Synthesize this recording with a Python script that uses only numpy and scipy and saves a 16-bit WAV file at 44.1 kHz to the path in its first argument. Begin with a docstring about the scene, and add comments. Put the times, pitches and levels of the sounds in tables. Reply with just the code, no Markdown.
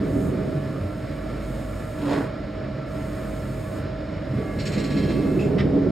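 """A small workshop where a potter's wheel turns: wavering motor tones over noise of the bearings.
Throbbing rumble of the frame dies away after the start and swells again with low drones near the end, with
dull low knocks. A fluttering whoosh of shaped noise round a low note passes as a clay lid is held up; the lid
is let go with a double thud. Wavering modes of metal ring faintly, stick-slip noise strokes chatter for half
a second, rising sines squeak, gritty noise bursts scrape, and thin hiss comes and goes."""
import sys
import numpy as np
from scipy import signal
from scipy.fft import rfft, irfft
from scipy.io import wavfile

SR = 44100
rng = np.random.default_rng(int(sys.argv[2]) if len(sys.argv) > 2 else 0)


def store_wav(level_fs):
    """Save 16-bit WAV to argv[1]."""
    pcm = np.round(np.clip(np.atleast_2d(level_fs), -1, 1) * 32767)
    wavfile.write(sys.argv[1], SR, pcm.T.astype(np.int16))


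N = 260631
TIME = np.arange(N) / SR
FREQS = np.fft.rfftfreq(N, 1 / SR)

# port level difference: (frequency [Hz], left minus right [dB])
PORT_LEAN = [(60, 0), (110, -.7), (200, -2), (380, -2.7), (680, -6), (1000, -1.8), (2400, -1.4),
             (4400, -.7), (8000, 0)]
# port phase difference: (frequency [Hz], lead of left [rad])
PORT_LEAD = [(430, 0), (660, 1), (1030, 0)]


def amp(db):
    """Decibels to gain."""
    return 10 ** (np.asarray(db) / 20)


def unit(x):
    """Scale to an rms of one."""
    return x / np.sqrt(np.mean(abs(x) ** 2) + 1e-20)


def read(points):
    """Table over frequency, interpolated on a log axis."""
    hz, value = np.transpose(points)
    return np.interp(np.log(FREQS + 1), np.log(hz + 1), value)


def level(rows):
    """Curve of (time [s], level [dB]) as a gain."""
    return amp(np.interp(TIME, *np.transpose(rows)))


def resonances(modes):
    """Gain over frequency of steep-sided resonances, their powers added."""
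    power = sum(amp(2 * db) / (1 + ((FREQS - hz) / width_hz) ** 2) ** 2 for hz, width_hz, db in modes)
    return np.sqrt(power)


def uneven_colour(depth_db, spacing_hz):
    """Random uneven colour: some pitches raised, neighbours sunk."""
    knots_hz = np.arange(0, FREQS[-1], spacing_hz)
    ripple = np.interp(FREQS, knots_hz, rng.standard_normal(len(knots_hz)))
    return amp(depth_db * ripple * FREQS / (FREQS + 500))  # shallower in the bass


def ports(near, apart):
    """Two unrelated spectra become a left and right microphone signal, partly alike."""
    # correlation of the ports: (frequency [Hz], likeness [0-1])
    likeness = [(30, .98), (60, .988), (130, 0.98), (290, 0.9), (640, 0.56), (1000, 0.85), (1500, 1),
                (2800, 0.96), (4300, .68), (5400, 0.85), (7000, 0.96), (9500, 0.93), (12000, 0.81),
                (15000, .85)]
    alike = np.clip(read(likeness), 0, 1)
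    shared = np.sqrt((1 + alike) / 2) * near
    own = np.sqrt((1 - alike) / 2) * apart
    tilt = amp(read(PORT_LEAN) / 2) * np.exp(.5j * read(PORT_LEAD))
    return unit(irfft(np.array([(shared + own) * tilt, (shared - own) / tilt]), N))


def noise(gain):
    """Stereo noise of rms one, following a given gain over frequency, with uneven colour."""
    z = rng.standard_normal((4, len(FREQS))) * gain * uneven_colour(depth_db=2.8, spacing_hz=22)
    return ports(z[0] + 1j * z[1], z[2] + 1j * z[3])


def drift(rate_hz):
    """Low-passed random wander of rms one."""
    steps_s = np.arange(0, N / SR + 1, 1 / 1000)
    hz = np.fft.rfftfreq(len(steps_s), steps_s[1])
    spectrum = rfft(rng.standard_normal(len(steps_s))) / (1 + (hz / rate_hz) ** 2) ** 1.5
    return unit(np.interp(TIME, steps_s, irfft(spectrum, len(steps_s))))


def tone(hz, waver, rate_hz, sway_hz=0):
    """A sine whose strength, phase and optionally pitch wander, as heard at both ports."""
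    waver = np.clip(waver, 0, 1)
    random_part = (drift(rate_hz) + 1j * drift(rate_hz)) / np.sqrt(2)
    wander = unit(np.sqrt(1 - waver ** 2) + waver * random_part)
    sway_turns = np.cumsum(sway_hz * drift(rate_hz)) / SR if sway_hz else 0
    wave = np.sqrt(2) * wander * np.exp(2j * np.pi * (hz * TIME + sway_turns + rng.random()))
    lean_db = np.interp(hz, *np.transpose(PORT_LEAN))
    lead_rad = np.interp(hz, *np.transpose(PORT_LEAD))
    tilt = amp(lean_db / 2) * np.exp(.5j * lead_rad)
    return np.array([wave * tilt, wave / tilt]).real


def stroke(start_s, length_s, rise_s):
    """Envelope of a contact that builds up quickly, holds, and lets go."""
    age_s = np.maximum(TIME - start_s, 0)
    return (1 - np.exp(-age_s / rise_s)) * np.exp(-(age_s / length_s) ** 2)


def arch(crest_s, db, rise_s, fall_s, squareness):
    """A rounded swell round a crest; more squareness gives a flatter top and steeper sides."""
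    away = np.maximum((crest_s - TIME) / rise_s, (TIME - crest_s) / fall_s)
    return amp(db) * np.exp(-abs(away) ** squareness)


def wheel(running_db=-31.5, sway_db=0.61, mains_sway_db=1.5, whine_sway_db=1.2):
    """Bearing noise under the motor's wavering hum, 50 Hz bass and stronger whine."""
    # bearing noise colour: (frequency [Hz], relative density [dB])
    bearing_colour = [(20, -19), (45, -3.5), (135, 3.5), (170, -1.5), (305, -2.5), (390, -9), (520, -8),
                      (620, -4), (720, -15.5), (1000, -21.7), (1300, -20), (2100, -23.2), (3200, -32),
                      (5300, -35), (7600, -50), (9500, -63), (15000, -76)]
    # low motor tones: (frequency [Hz], level [dB], waver [0-1])
    hum_tones = [(96.8, -43.5, 0.74), (133.7, -41.5, .8), (205, -42.5, 0.62), (305, -43.5, 0.63),
                 (371, -57, 0.8), (533, -52, 0.2), (592, -49.5, 0.6)]
    # bass hum: (time [s], level [dB])
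    mains_curve = [(0.0, -39), (0.8, -43), (1.55, -35.5), (2.55, -46), (3.15, -39), (3.8, -45), (4.5, -39),
                   (5.9, -37.5)]
    # one sink of the whine: (centre [s], half-length [s], change [dB])
    whine_dip = (4.93, 0.3, -7)

    bearing = amp(running_db + sway_db * drift(7.3)) * noise(amp(read(bearing_colour)))
    hum = sum(amp(db) * tone(hz, waver, rate_hz=12.2) for hz, db, waver in hum_tones)
    mains = level(mains_curve) * amp(mains_sway_db * drift(4)) * tone(50, waver=0.19, rate_hz=4)
    dip_s, half_s, dip_db = whine_dip
    whine_db = -41 + whine_sway_db * drift(5) + dip_db * np.exp(-((TIME - dip_s) / half_s) ** 2)
    whine = amp(whine_db) * tone(634, waver=.2, rate_hz=9.3)
    return bearing + hum + mains + whine


def drive(turn_s=0.495, turn_db=2.6):
    """Thin tones of the drive, each swelling at its own point of every turn."""
    # drive tones: (frequency [Hz], mid level [dB], waver [0-1], one crest [s])
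    drive_tones = [(1018, -64, 0.7, .25), (1088, -63.5, .8, .2), (1133, -57.7, 0.9, .23),
                   (1222, -58.3, 0.92, .28), (1250, -60, .92, .34), (1308, -62, .7, .35),
                   (1352, -53.3, 0.42, .41), (1685, -63, .8, .3), (1719, -59.5, 0.7, .2),
                   (1990, -65, .8, .34)]
    # common fade: (time [s], level [dB])
    fade = [(4.1, 0), (4.45, -5)]
    tones = 0
    for hz, db, waver, crest_s in drive_tones:
        swell_db = turn_db * np.cos(2 * np.pi * (TIME - crest_s) / turn_s)
        tones = tones + amp(db + swell_db) * tone(hz, waver, rate_hz=14, sway_hz=5)
    return level(fade) * tones


def rumble(throb_hz=10.2, throb_crest_s=5.375, throb_db=1.5, flutter_db=0.9):
    """The frame's opening rumble dies away; near the end it swells again with drones; a throb runs throughout."""
    # linear swells: (start [s], crest [s], end [s], crest level [dB])
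    swells = [(-1.2, 0.2, 0.95, -25.3), (4.28, 5.65, 9, -20.2)]
    # frame and pan resonances: (centre [Hz], half-width [Hz], relative level [dB])
    frame_modes = [(170, 40, -8), (205, 17.3, -5), (281.6, 19.6, 0), (297, 120, -3), (378, 14, -4.5),
                   (420, 8, -6.5), (480, 44, -12), (629, 32, -18)]
    # deep resonances: (centre [Hz], half-width [Hz], relative level [dB])
    deep_modes = [(56, 33, -15), (87.4, 20, -5.5), (142.4, 13.5, 0.5), (186.4, 11.7, -2.5)]
    # drone notes: (frequency [Hz], crest [s], level [dB], rise [s], fall [s], waver [0-1])
    drone_notes = [(144, 5.8, -32, .7, .6, .6), (209.5, 4.9, -33, .5, .7, .35),
                   (276, 5.62, -27, .5, .5, .45), (415, 5.53, -32, .22, .16, .3)]

    shake = sum(np.interp(TIME, [start_s, crest_s, end_s], [0, amp(db), 0])
                for start_s, crest_s, end_s, db in swells)
    deep = amp(-31) * np.sqrt(shake / amp(-28))  # half the swell in dB; -31 dB when shake is -28 dB
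    drone = sum(arch(crest_s, db, rise_s, fall_s, squareness=2.5) * tone(hz, waver, rate_hz=9)
                for hz, crest_s, db, rise_s, fall_s, waver in drone_notes)
    beat_db = throb_db * np.cos(2 * np.pi * throb_hz * (TIME - throb_crest_s))
    throb = unit(amp(beat_db + flutter_db * drift(20)))
    return throb * (shake * noise(resonances(frame_modes)) + deep * noise(resonances(deep_modes)) + drone)


def bumps():
    """Dull knocks through the wheel's frame: some a clear low note, some a rough puff."""
    # knocks: (start [s], level [dB], length [s], centre [Hz], wander rate [Hz], roughness [0-1])
    knocks = [(0.08, -29, 0.2, 120, 60, 0.9), (0.533, -21, 0.058, 146, 25, 0.3),
              (0.615, -24, 0.055, 140, 25, 0.3), (0.8, -27, 0.085, 92, 20, 0.4),
              (3.76, -31, 0.2, 92, 15, 0.6), (4.275, -22.5, 0.06, 128, 40, 0.45),
              (4.27, -32, 0.1, 300, 180, 1), (4.333, -18.5, 0.05, 125, 30, 0.35),
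              (4.325, -25.5, 0.14, 200, 140, 1), (4.375, -31.5, 0.08, 440, 75, 1),
              (4.372, -42.5, 0.12, 740, 70, 1), (5.355, -22, .04, 140, 30, .3)]
    return sum(amp(db) * stroke(start_s, length_s, rise_s=0.012) * tone(hz, rough, rate_hz)
               for start_s, db, length_s, hz, rate_hz, rough in knocks)


def whoosh(hoot_hz=286, under_db=-10, ring_db=-6, flutter_db=1.8):
    """A fluttering rush of air with a hollow low note in it, and a weaker one an octave below."""
    # noise colours: (frequency [Hz], relative level [dB])
    body_colour = [(110, -31), (150, 1), (200, -3.5), (400, 0), (560, -4), (800, -11), (1000, -8.5),
                   (1300, -16.5), (1900, -17), (2600, -30), (4000, -54), (9000, -90)]
    air_colour = [(1500, -20), (2400, 5), (3500, 1), (5200, -2), (7000, -9), (12000, -24), (16000, -36)]
    # hollow resonances: (centre [Hz], half-width [Hz], relative level [dB])
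    ring_modes = [(420, 50, 3), (560, 50, 2), (860, 50, -2), (996, 45, 0), (1480, 45, -9), (1860, 45, -10)]
    # swells, the tail in the room: (crest [s], level [dB], rise [s], fall [s])
    hoot_arch = (2.122, -24.5, 0.102, 0.105)
    body_arch = (2.147, -25, 0.092, 0.098)
    tail_arch = (2.22, -43, 0.04, 0.07)
    air_arch = (2.132, -41, 0.1, 0.085)

    octave_below = amp(under_db) * tone(hoot_hz / 2, waver=0.71, rate_hz=10)
    hoot = arch(*hoot_arch, squareness=4.5) * (tone(hoot_hz, waver=0.45, rate_hz=35) + octave_below)
    hollow = noise(amp(read(body_colour))) + amp(ring_db) * noise(resonances(ring_modes))
    body = (arch(*body_arch, squareness=1.7) + arch(*tail_arch, squareness=1)) * hollow
    air = arch(*air_arch, squareness=1.4) * noise(amp(read(air_colour)))
    return hoot + unit(amp(flutter_db * drift(220))) * (body + air)


def metal(rough=0.3, sway_hz=8):
    """Lightly rubbed metal sings in unrelated, wavering modes, each catching and letting go in its own time."""
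    # mode swells: (frequency [Hz], crest [s], level of the clear tone [dB], rise [s], fall [s])
    mode_swells = [(1147, 4.52, -48.7, 0.18, 0.16), (1147, 5.08, -49.2, 0.38, 0.35),
                   (1674, 4.92, -49.5, 0.57, 0.47), (2126, 4.58, -52, 0.09, 0.08),
                   (2126, 4.86, -50.8, 0.6, 0.64), (2630, 5.1, -58, 0.5, 0.42),
                   (3198, 5.04, -54, 0.32, 0.15), (4177, 4.9, -58.5, 0.3, 0.28)]
    ringing = 0
    for hz, *swell in mode_swells:
        clear = tone(hz, waver=.25, rate_hz=12, sway_hz=sway_hz)
        ringing = ringing + arch(*swell, squareness=4.5) * (clear + rough * tone(hz, waver=1, rate_hz=30))
    return ringing


def chatter(grit_db=1.4, tail_db=-13, tail_s=0.33, uneven_db=1.2, sizzle_s=0.055):
    """Dry, uneven stick-slip strokes, sixteen a second, that leave a short wash in the room."""
    # strokes: (start [s], level [dB], length [s], sizzle relative to stroke [dB])
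    strokes = [(4.586, -36.5, 0.043, -15), (4.652, -34.6, 0.041, -9.5), (4.717, -36, 0.043, -11.5),
               (4.775, -36.3, 0.038, -13), (4.836, -39, 0.036, -11), (4.901, -38.7, 0.038, -14),
               (4.965, -36.3, 0.04, -17), (5.027, -40.5, 0.034, -17), (5.088, -39.5, 0.04, -17)]
    # rasp and wash colour: (frequency [Hz], relative level [dB])
    rasp_colour = [(1200, -14), (2000, 3), (2650, 0), (3400, -7), (4250, 2), (4850, -5.5), (5500, -3.5),
                   (6400, -19), (9000, -33), (16000, -51.5)]
    # sizzle on top: (centre [Hz], half-width [Hz], relative level [dB])
    sizzle_modes = [(6750, 400, 3), (7650, 480, 2), (8900, 400, -12), (12300, 910, -19)]

    colour = amp(read(rasp_colour))
    grips = [noise(colour * uneven_colour(depth_db=uneven_db, spacing_hz=300)) for _ in range(3)]
    rasp, wash_power, sizzle = 0, 0, 0
    for k, (start_s, db, length_s, sizzle_db) in enumerate(strokes):
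        grip = grips[k % len(grips)]  # successive strokes grip differently
        rasp = rasp + amp(db) * stroke(start_s, length_s, rise_s=0.0055) * grip
        wash_power = wash_power + (amp(db + tail_db) * stroke(start_s, tail_s, rise_s=0.014)) ** 2
        sizzle = sizzle + amp(db + sizzle_db) * stroke(start_s, sizzle_s, rise_s=0.006)
    dry_strokes = (rasp + sizzle * noise(resonances(sizzle_modes))) * amp(grit_db * drift(82))
    return dry_strokes + np.sqrt(wash_power) * noise(colour)


def squeak(edge_db=-42.7, edge_s=0.075, jitter=.02, rise_hz_per_s=4000):
    """A short clear squeak that catches, slips, rises a little and rings on in the room."""
    # catches: (crest [s], peak level [dB], half-length [s], pitch at crest [Hz])
    catches = [(5.3955, -33.5, .0028, 2540), (5.416, -38.3, .016, 2600)]
    # breathy edge and after-ring: (centre [Hz], half-width [Hz], relative level [dB])
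    edge_modes = [(2150, 160, -6), (2600, 120, 2), (7000, 600, -16)]
    chirps = 0
    for crest_s, db, half_s, hz in catches:
        glide_hz = rise_hz_per_s * np.clip(TIME - crest_s, -half_s, half_s)
        pitch_hz = (hz + glide_hz) * (1 + jitter * drift(300))
        wave = np.sin(2 * np.pi * np.cumsum(pitch_hz) / SR)
        chirps = chirps + arch(crest_s, db, half_s, half_s, squareness=6) * wave
    edge = amp(edge_db) * stroke(5.392, edge_s, rise_s=0.01) * noise(resonances(edge_modes))
    return chirps * amp(2 * drift(150)) + edge


def scrapes(grit_db=1.5, tail_db=-15, tail_s=.2):
    """Short gritty rubs on shared resonances, with a faint room tail; each rub has its own brightness."""
    # rubs: (start [s], level [dB], length [s], brightness from 1 to 5 kHz [dB/octave])
    rub_rows = [(4.36, -48, 0.076, 0), (5.215, -45.5, 0.035, 0), (5.39, -47, 0.07, 7),
                (5.579, -33.3, 0.052, 0.7)]
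    # shared resonances: (centre [Hz], half-width [Hz], relative level [dB])
    rub_modes = [(1250, 90, 1), (1300, 400, -6), (2010, 260, 2), (3100, 950, -7.5), (5200, 500, -14)]
    octaves = np.log2(np.clip(FREQS, 1000, 5000) / 1000)
    rubs = 0
    for start_s, db, length_s, bright_db in rub_rows:
        tail = amp(tail_db) * stroke(start_s, tail_s, rise_s=.02)
        envelope = np.hypot(stroke(start_s, length_s, rise_s=0.004), tail)
        rubs = rubs + amp(db) * envelope * noise(resonances(rub_modes) * amp(bright_db * octaves))
    return rubs * amp(grit_db * drift(60))


def hiss(floor_db=-72, trim_db=1):
    """A thin top hiss that comes and goes: each spell rises, holds and fades."""
    # spells: (start [s], end [s], level before trim [dB], rise [s], fall [s])
    spells = [(-0.03, 0.28, -53, 0.16, 0.06), (0.3, 1.4, -62.5, 0.05, 0.05),
              (1.39, 2.22, -57.5, 0.025, 0.05), (2.85, 3.785, -57.2, 0.07, 0.045),
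              (4.23, 5.4, -58, 0.22, 0.17)]
    # hiss colour: (frequency [Hz], relative level [dB])
    hiss_colour = [(4000, -40), (6300, 12), (7500, 11.5), (9200, 10), (10600, 2), (12300, 8.5), (13500, 3),
                   (14500, 2), (16000, 3)]
    power = amp(floor_db) ** 2  # before trim
    for start_s, end_s, db, rise_s, fall_s in spells:
        onset = 1 - np.exp(-np.maximum(TIME - start_s, 0) / rise_s)
        fade = np.exp(-np.maximum(TIME - end_s, 0) / fall_s)
        power = power + (amp(db) * onset * fade) ** 2
    return amp(trim_db) * np.sqrt(power) * noise(amp(read(hiss_colour)))


def scene():
    """All sources at the two ports."""
    machine = wheel() + drive() + rumble() + bumps()
    return machine + whoosh() + metal() + chatter() + squeak() + scrapes() + hiss()


def record(dry, low_cut_hz=34, edge_hz=15700):
    """The microphone's bass roll-off, two narrow gaps in the treble, then the band limit."""
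    # treble gaps: (centre [Hz], half-width [Hz])
    notches = [(5980, 280), (13520, 270)]
    thinned = signal.sosfilt(signal.butter(3, low_cut_hz, "high", fs=SR, output="sos"), dry)
    gaps = 1 - sum(np.exp(-((FREQS - hz) / width_hz) ** 6) for hz, width_hz in notches)
    gapped = irfft(rfft(thinned * signal.windows.tukey(N, .001)) * gaps, N)
    band_limit = signal.firwin(1023, edge_hz, window=("kaiser", 9), fs=SR)
    return signal.oaconvolve(gapped, band_limit[None], "same")


dry = scene()
out = record(dry)
store_wav(out)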